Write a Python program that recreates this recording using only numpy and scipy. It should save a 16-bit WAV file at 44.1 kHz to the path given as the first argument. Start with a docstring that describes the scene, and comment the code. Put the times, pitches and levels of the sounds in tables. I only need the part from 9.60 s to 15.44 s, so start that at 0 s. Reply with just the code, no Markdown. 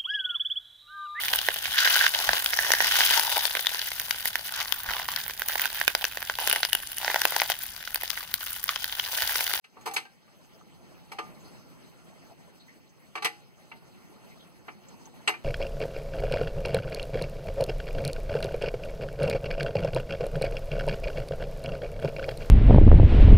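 """An automatic record changer runs through its cycle in a quiet room, heard from close by.
The start lever is pushed and snaps home: blows excite noise and decaying modes of the deck.
The motor rumbles as harmonics and noise; the cam trips levers that click, and squeak as noise bursts.
A single drops onto the platter with a low thud of noise, then the cam ticks evenly as it swings the arm.
A last hard clack, a blow on the deck with a bright noise burst as its edge, sends the tone arm on its way."""
import sys
import numpy as np
from scipy import signal
from scipy.fft import rfft, irfft, next_fast_len
from scipy.io import wavfile

SR = 44100
rng = np.random.default_rng(int(sys.argv[2]) if len(sys.argv) > 2 else 0)


def int16_out(signal):
    """Quantize to a 16-bit WAV file."""
    q = np.round(np.clip(np.atleast_2d(signal).T, -1, 1) * 32767)
    wavfile.write(sys.argv[1], SR, q.astype(np.int16))


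N = 257544
TIME = np.arange(N) / SR


def from_db(db):
    """Level law: decibels to amplitude gain."""
    return 10 ** (np.asarray(db) / 20)


def at_hz(points, hz):
    """Spectral interpolation: read a table linearly along log frequency."""
    x, y = np.transpose(points)
    return np.interp(np.log(np.maximum(hz, 1)), np.log(x), y)


def dying(t, t60):
    """Exponential free decay: 60 dB down after t60."""
    return np.exp(-np.log(1000) * t / t60)


def drift(rate):
    """Slow random modulation: straight lines between normal values of spread 1, `rate` per second."""
    knots = rng.standard_normal(int(rate * N / SR) + 2)
    return np.interp(TIME * rate, np.arange(len(knots)), knots)


def band_noise(hz, octaves, size):
    """Band-limited noise: two uncorrelated rows around one pitch, rms 1."""
    edges = hz * 2 ** (np.array([-.5, .5]) * octaves)
    edges = np.clip(edges, 10, SR / 2 - 100)
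    band_pass = signal.butter(2, edges, "band", fs=SR, output="sos")
    noise = signal.sosfilt(band_pass, rng.standard_normal((2, size)))
    return noise / noise.std()


# centres of the third-octave bands [Hz]
BANDS_HZ = 25 * 2 ** (np.arange(29) / 3)


def third_octaves():
    """Third-octave synthesis: each band's centre and its noise."""
    for hz in BANDS_HZ:
        yield hz, band_noise(hz, 1 / 3, size=N)


def add(out, s, sound):
    """Linear superposition: mix a sound in at time s."""
    at = max(int(s * SR), 0)
    out[..., at:at + sound.shape[-1]] += sound[..., :N - at]


def puff(db, hz, octaves, length):
    """Noise burst: a band of noise that swells and dies within about its length in seconds."""
    age = np.pi * np.arange(SR // 4) / SR / length
    swell = age * np.exp(1 - age)   # peaks at 1
    return from_db(db) * swell * band_noise(hz, octaves, size=len(age))


MOTOR_HZ = 24.45   # mean turns per second
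RUMBLE_DB = 3.5   # rumble against the drive's effort
RUBBING_DB, RUBBING_FOLLOWS = -64, 0.59   # level at mean effort; share of the effort's swing in dB

# effort of the running drive: (time [s], level [dB])
DRIVE_EFFORT = [(0.0, -82), (0.16, -62), (0.32, -55.5), (0.47, -65.5), (0.68, -64), (1.27, -57.5),
                (1.54, -58.5), (1.67, -55.5), (2.7, -58.5), (3.25, -63), (4.03, -61), (4.23, -58),
                (4.91, -58.5), (5.84, -56.5)]
# spectrum of the shaken plinth: (frequency [Hz], relative level per third octave [dB])
RUMBLE_SPECTRUM = [(25, -23), (45, -13.5), (75, -9.5), (170, 4), (250, -2), (400, -4), (750, -4),
                   (1200, -7.5), (2000, -10), (4000, -27)]
# spectrum of platter bearing and cam: (frequency [Hz], relative level per third octave [dB])
RUBBING_SPECTRUM = [(400, -23), (1000, -28), (1600, -4), (2200, 2.5), (2900, -2.5), (4500, 0), (8000, -3.5),
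                    (15000, -5.5)]
# harmonics of the motor's shake: (multiple of its speed [1], relative level [dB])
MOTOR_ORDERS = [(3, -16), (4, -25), (5, -25), (6, -22), (7, -12), (8, -14), (10, -14.5), (15, -13.5),
                (35, -19), (58, -20)]


def drive(flutter_db=3.0, wow=0.01387, motor_db=-1):
    """Forced vibration and friction: motor and idler shake the plinth while bearing and cam rub."""
    effort_db = np.interp(TIME, *np.transpose(DRIVE_EFFORT))
    rumble = from_db(RUMBLE_DB + effort_db)
    rubbing = from_db(RUBBING_DB + RUBBING_FOLLOWS * (effort_db - effort_db.mean()))
    # each spectrum is scaled so that its bands sum to unit power
    rumble_sum = np.linalg.norm(from_db(at_hz(RUMBLE_SPECTRUM, BANDS_HZ)))
    rubbing_sum = np.linalg.norm(from_db(at_hz(RUBBING_SPECTRUM, BANDS_HZ)))

    out = np.zeros((2, N))
    load = drift(rate=25)   # flutter common to all bands
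    for hz, noise in third_octaves():
        rumble_band = rumble * from_db(at_hz(RUMBLE_SPECTRUM, hz)) / rumble_sum
        rubbing_band = rubbing * from_db(at_hz(RUBBING_SPECTRUM, hz)) / rubbing_sum
        level = np.hypot(rumble_band, rubbing_band)   # powers add
        own = drift(rate=40)
        out += level * from_db(flutter_db * (.5 * load + own)) * noise

    speed_hz = MOTOR_HZ * (1 + wow * drift(rate=10))
    angle = 2 * np.pi * np.cumsum(speed_hz) / SR
    for order, db in MOTOR_ORDERS:
        shake = np.sin(order * angle + 2 * np.pi * rng.random((2, 1)))
        out += rumble * from_db(motor_db + db) * (1 + .5 * drift(rate=12.0)) * shake
    return out


# faint slips come by chance once the cam turns
CAM_FROM_S, SLIPS_PER_S = 1.7, 2.5
SLIP_HZ, SLIP_OCTAVES = 4830, 1.53   # centre and full range of their pitches
SLIP_DB, SLIP_S = -68, 0.024

# squeaks and ticks of the linkage, and last the bright 8 kHz edge of the final clack:
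# (time [s], frequency [Hz], level [dB], length [s])
SQUEAKS_AND_CLACK_EDGE = [(1.009, 1270, -52, 0.014), (1.797, 6950, -64.5, 0.044), (1.845, 4500, -60, 0.058),
                          (2.709, 734, -50, 0.021), (2.993, 4040, -58, 0.047), (3.08, 1990, -53, 0.035),
                          (4.706, 2230, -57.5, .034), (4.793, 3480, -57.5, .046), (5.283, 6940, -54, 0.012),
                          (5.454, 6350, -52, 0.014), (5.674, 7900, -31, 0.014)]


def linkage_and_clack_edge(octaves=0.25):
    """Stick-slip friction: levers slip in narrow-band squeaks; a like burst edges the final clack."""
    out = np.zeros((2, N))
    for s, hz, db, length in SQUEAKS_AND_CLACK_EDGE:
        add(out, s, puff(db, hz, octaves, length))
    turning_s = N / SR - CAM_FROM_S
    for when, pitch in rng.random((int(SLIPS_PER_S * turning_s), 2)):
        slip_hz = SLIP_HZ * 2 ** (SLIP_OCTAVES * (pitch - .5))
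        add(out, CAM_FROM_S + when * turning_s, puff(SLIP_DB, slip_hz, octaves, SLIP_S))
    return out


TICKS_FROM_S, TICK_EVERY_S = 5.337, 0.066
TICK_HZ, TICK_DB, TICK_S = 850, -54.5, 0.016


def cam_ticks(count=5, octaves=0.38):
    """Periodic excitation: an even run of dull ticks as the cam swings the tone arm."""
    out = np.zeros((2, N))
    for k in range(count):
        add(out, TICKS_FROM_S + k * TICK_EVERY_S, puff(TICK_DB, TICK_HZ, octaves, TICK_S))
    return out


LANDING_S, LANDING_DB = 3.647, -34.5   # the single meets the mat


def landing():
    """Air displacement: the falling single presses air from under itself in a soft, low thud."""
    out = np.zeros((2, N))
    add(out, LANDING_S, puff(LANDING_DB, hz=109, octaves=1.6, length=0.0092))
    return out


HAND_UNTIL_S = 0.8   # the hand lets go of the start lever
PUSHED_RISE_S, PUSHED_T60_S = 0.0027, 0.086   # parts pushed together by hand linger
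SPRUNG_RISE_S, SPRUNG_T60_S = 0.0021, 0.077   # parts let fly by the cam click crisply


def contact(s):
    """Contact duration: rise and decay time of a blow at time s, pushed by hand or sprung by the cam."""
    if s < HAND_UNTIL_S:
        return PUSHED_RISE_S, PUSHED_T60_S
    return SPRUNG_RISE_S, SPRUNG_T60_S


PIVOT_HZ = 2380   # weight acts below this pitch, hardness above it
BODY_HZ, BASS_FALL_DB = 986, 5   # below the body, small levers lose this much per octave, for two octaves


def strength_db(db, weight, hardness, hz):
    """Impact spectrum: heavy parts reach the deck's body, hard contacts the treble."""
    down = np.log2(PIVOT_HZ / np.clip(hz, BODY_HZ, PIVOT_HZ))
    up = np.log2(np.maximum(hz / PIVOT_HZ, 1))
    bass = np.log2(BODY_HZ / np.clip(hz, BODY_HZ / 4, BODY_HZ))
    return db + weight * down + hardness * up - BASS_FALL_DB * bass


def small_parts(count=90, parts_db=-13, spread_db=2, t60=0.14):
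    """Modal density: springs and steel levers add many thin treble modes, rows (Hz, dB, t60 s)."""
    hz = np.geomspace(3000, 14000, count) * rng.uniform(.985, 1.015, count)
    db = parts_db + at_hz(DECK_COLOUR, hz) + spread_db * rng.standard_normal(count)
    return np.column_stack([hz, db, np.full(count, t60)])


# blows in the mechanism: (time [s], strength [dB], weight towards the bass [dB per octave],
# hardness towards the treble [dB per octave], the part's own note [Hz], note against the blow [dB])
BLOWS = [ (.041, -44.5, -11, -7, 1570, -9), (.168, -59, 14.5, -9, 1150, -10), (.208, -55, 3, 0, 6600, 0),
         (.257, -35, 6.5, 1, 815, -8), (0.271, -35, 5, 0, 2300, 0.5), (.309, -40.5, -3.5, -1.5, 791, 9),
         (.336, -41, 1, 6.5, 6570, -3), (.362, -18.5, -9.5, -4.5, 2240, -13),
         (.451, -46.5, -2, -7, 1585, 0), (.677, -61, 2, -10, 830, -8), (1.517, -38.5, 0.5, -2, 801, -3.5),
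         (1.585, -29, 2, -8, 1206, -6.5), (3.553, -32, 0, -5.5, 1145, -6), (3.573, -33, -2, -9.5, 446, -8),
         (3.622, -29.5, -3, -4.5, 826, 0), (3.645, -22, -6.5, -1, 1965, 2.5),
         (3.652, -18.5, -7.5, -9.5, 320.6, -13), (4.115, -38, -7, -17, 908, -3.5),
         (5.080, -36.5, 0.5, -20, 2360, -7), (5.675, -13.5, -8, -11.5, 2790, -9),
         (5.688, -31, 5, 0, 337, -10.5), (5.737, -36, -3, -14, 2410, -1)]
# what the steel deck and its plinth ring with: (frequency [Hz], relative level [dB], t60 [s])
DECK_MODES = [(332, -12, 0.27), (424, -6.5, 0.12), (458.4, -10.5, 0.19), (745.5, -9, 0.23),
              (855, -10.5, 0.18), (902, -4, .12), (1182, -4.5, 0.11), (1268, -8, 0.12), (1375, -22, 0.18),
              (1810, -9, 0.14), (2056, -15, 0.22), (2098, -10.5, 0.14), (2308, -0.5, 0.055),
              (2278, -13, 0.16), (2420, -22.5, 0.22), (2780, -14, 0.12), (3090, -29, 0.1),
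              (4670, -19, 0.072)]


def ringing(modes_db=-2, scatter_db=2, note_t60=0.12, low_note_t60=0.37):
    """Modal synthesis: each blow rings the modes a little differently, and the struck part's own note."""
    t, out = np.arange(SR // 3) / SR, np.zeros((2, N))
    hz, mode_db, t60 = np.vstack([DECK_MODES, small_parts()]).T
    modes = dying(t, t60[:, None]) * np.exp(2j * np.pi * hz[:, None] * t)
    for s, *blow, note_hz, note_db in BLOWS:
        phases = np.exp(2j * np.pi * rng.random((2, len(hz) + 1)))
        scatter = scatter_db * rng.standard_normal(len(hz))
        gains = from_db(modes_db + mode_db + strength_db(*blow, hz) + scatter)
        lasting = at_hz([(800, low_note_t60), (2000, note_t60)], note_hz)   # low notes ring longer
        note_gain = from_db(note_db + strength_db(*blow, note_hz))
        note = note_gain * dying(t, lasting) * np.exp(2j * np.pi * note_hz * t)
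        rung = ((phases[:, 1:] * gains) @ modes + phases[:, :1] * note).real
        rise, _ = contact(s)
        add(out, s, (1 - np.exp(-t / rise)) * rung)
    return out


# the deck's dense, short-lived resonances between its modes:
# (frequency [Hz], relative level per third octave [dB])
DECK_COLOUR = [(50, -37), (160, -46), (250, -28.5), (330, -18), (420, -19.5), (530, -22), (800, -8.5),
               (1250, -10), (1550, -9.5), (2500, -7.5), (3500, -13.5), (4500, -8.5), (6000, -15),
               (8200, -12), (15000, -17)]


def clatter(hold_s=0.0044, chatter_db=0.5, room_db=-21, room_t60=0.33, treble_room_t60=0.36):
    """Diffuse impact response: each blow spreads through the deck, dies fast and leaves a room tail."""
    t, out = np.arange(SR // 2) / SR, np.zeros((2, N))
    chatter = from_db(chatter_db * (drift(rate=500) + 0.59))   # loose parts touch again and again
    for hz, noise in third_octaves():
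        tail_t60 = at_hz([(800, room_t60), (8000, treble_room_t60)], hz)
        tail = from_db(room_db) * dying(t, tail_t60)
        power = np.zeros(N)
        for s, db, weight, hardness, _, _ in BLOWS:
            rise, t60 = contact(s)
            direct = dying(np.maximum(t - hold_s, 0), t60)
            attack = from_db(strength_db(db, weight, hardness, hz)) * (1 - np.exp(-t / rise))
            add(power, s, attack ** 2 * (direct ** 2 + tail ** 2))
        out += from_db(at_hz(DECK_COLOUR, hz)) * np.sqrt(power) * noise
    return out * chatter


# phase by which left leads right: (frequency [Hz], phase [rad])
PHASE_LEAD = [(0, 3.14), (130, 3.3), (220, 4.0), (400, 5.5), (750, 5.7), (1280, 5.65), (1650, 3.1),
              (2450, 1.4), (2850, -.1), (3580, -3.14), (16020, -47.1)]
# left-right likeness of the blows, then of the drive: (frequency [Hz], likeness [1])
BLOW_LIKENESS = [(100, 0.96), (250, 0.71), (400, 1), (550, 0.82), (900, 0.91), (1300, 0.81), (1600, 0.48),
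                 (2200, 1), (8000, 0.93), (14000, 1)]
DRIVE_LIKENESS = [(90, 0.89), (200, 0.81), (370, 0.11), (700, 0.66), (1100, 0.96), (1550, 0.63),
                  (2000, 0.61), (2550, 0.4), (4000, 1), (14000, 0.96)]
# left minus right: (frequency [Hz], level difference [dB])
BLOW_BALANCE = [(180, -3.5), (320, 4.5), (520, 14.5), (750, -1), (1000, 1.5), (1450, -2.5), (1900, 1),
                (6000, -0.5)]


def stereo(x, likeness, balance_db):
    """Interchannel coherence: row one is shared, row two differs; left lags in treble, opposes in bass."""
    size = next_fast_len(N + SR // 10)
    hz = np.arange(size // 2 + 1) * SR / size
    shared, apart = rfft(x, size)
    alike = np.clip(at_hz(likeness, hz), 0, 1)
    shared = shared * np.sqrt((1 + alike) / 2)
    apart = apart * np.sqrt((1 - alike) / 2)
    lean = from_db(at_hz(balance_db, hz) / 2) if balance_db else 1
    lead = np.exp(1j * np.interp(hz, *np.transpose(PHASE_LEAD)))
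    left = (shared + apart) * lean * lead
    right = (shared - apart) / lean
    return irfft(np.array([left, right]), size)[:, :N]


def scene():
    """Superposition of sources: blows, squeaks, ticks and the landing single over the running drive."""
    background = stereo(drive(), DRIVE_LIKENESS, None)
    mechanism = linkage_and_clack_edge() + cam_ticks() + landing() + ringing() + clatter()
    return background + stereo(mechanism, BLOW_LIKENESS, BLOW_BALANCE)


CUTOFF_HZ = 15750


def record(dry, fade_s=0.049):
    """Low-pass filtering: the sound fades in and the top is cut."""
    fade = np.minimum(TIME / fade_s, 1) ** 2
    low_pass = signal.ellip(10, .1, 80, CUTOFF_HZ, fs=SR, output="sos")
    return signal.sosfilt(low_pass, dry * fade)


dry = scene()
out = record(dry)
int16_out(out)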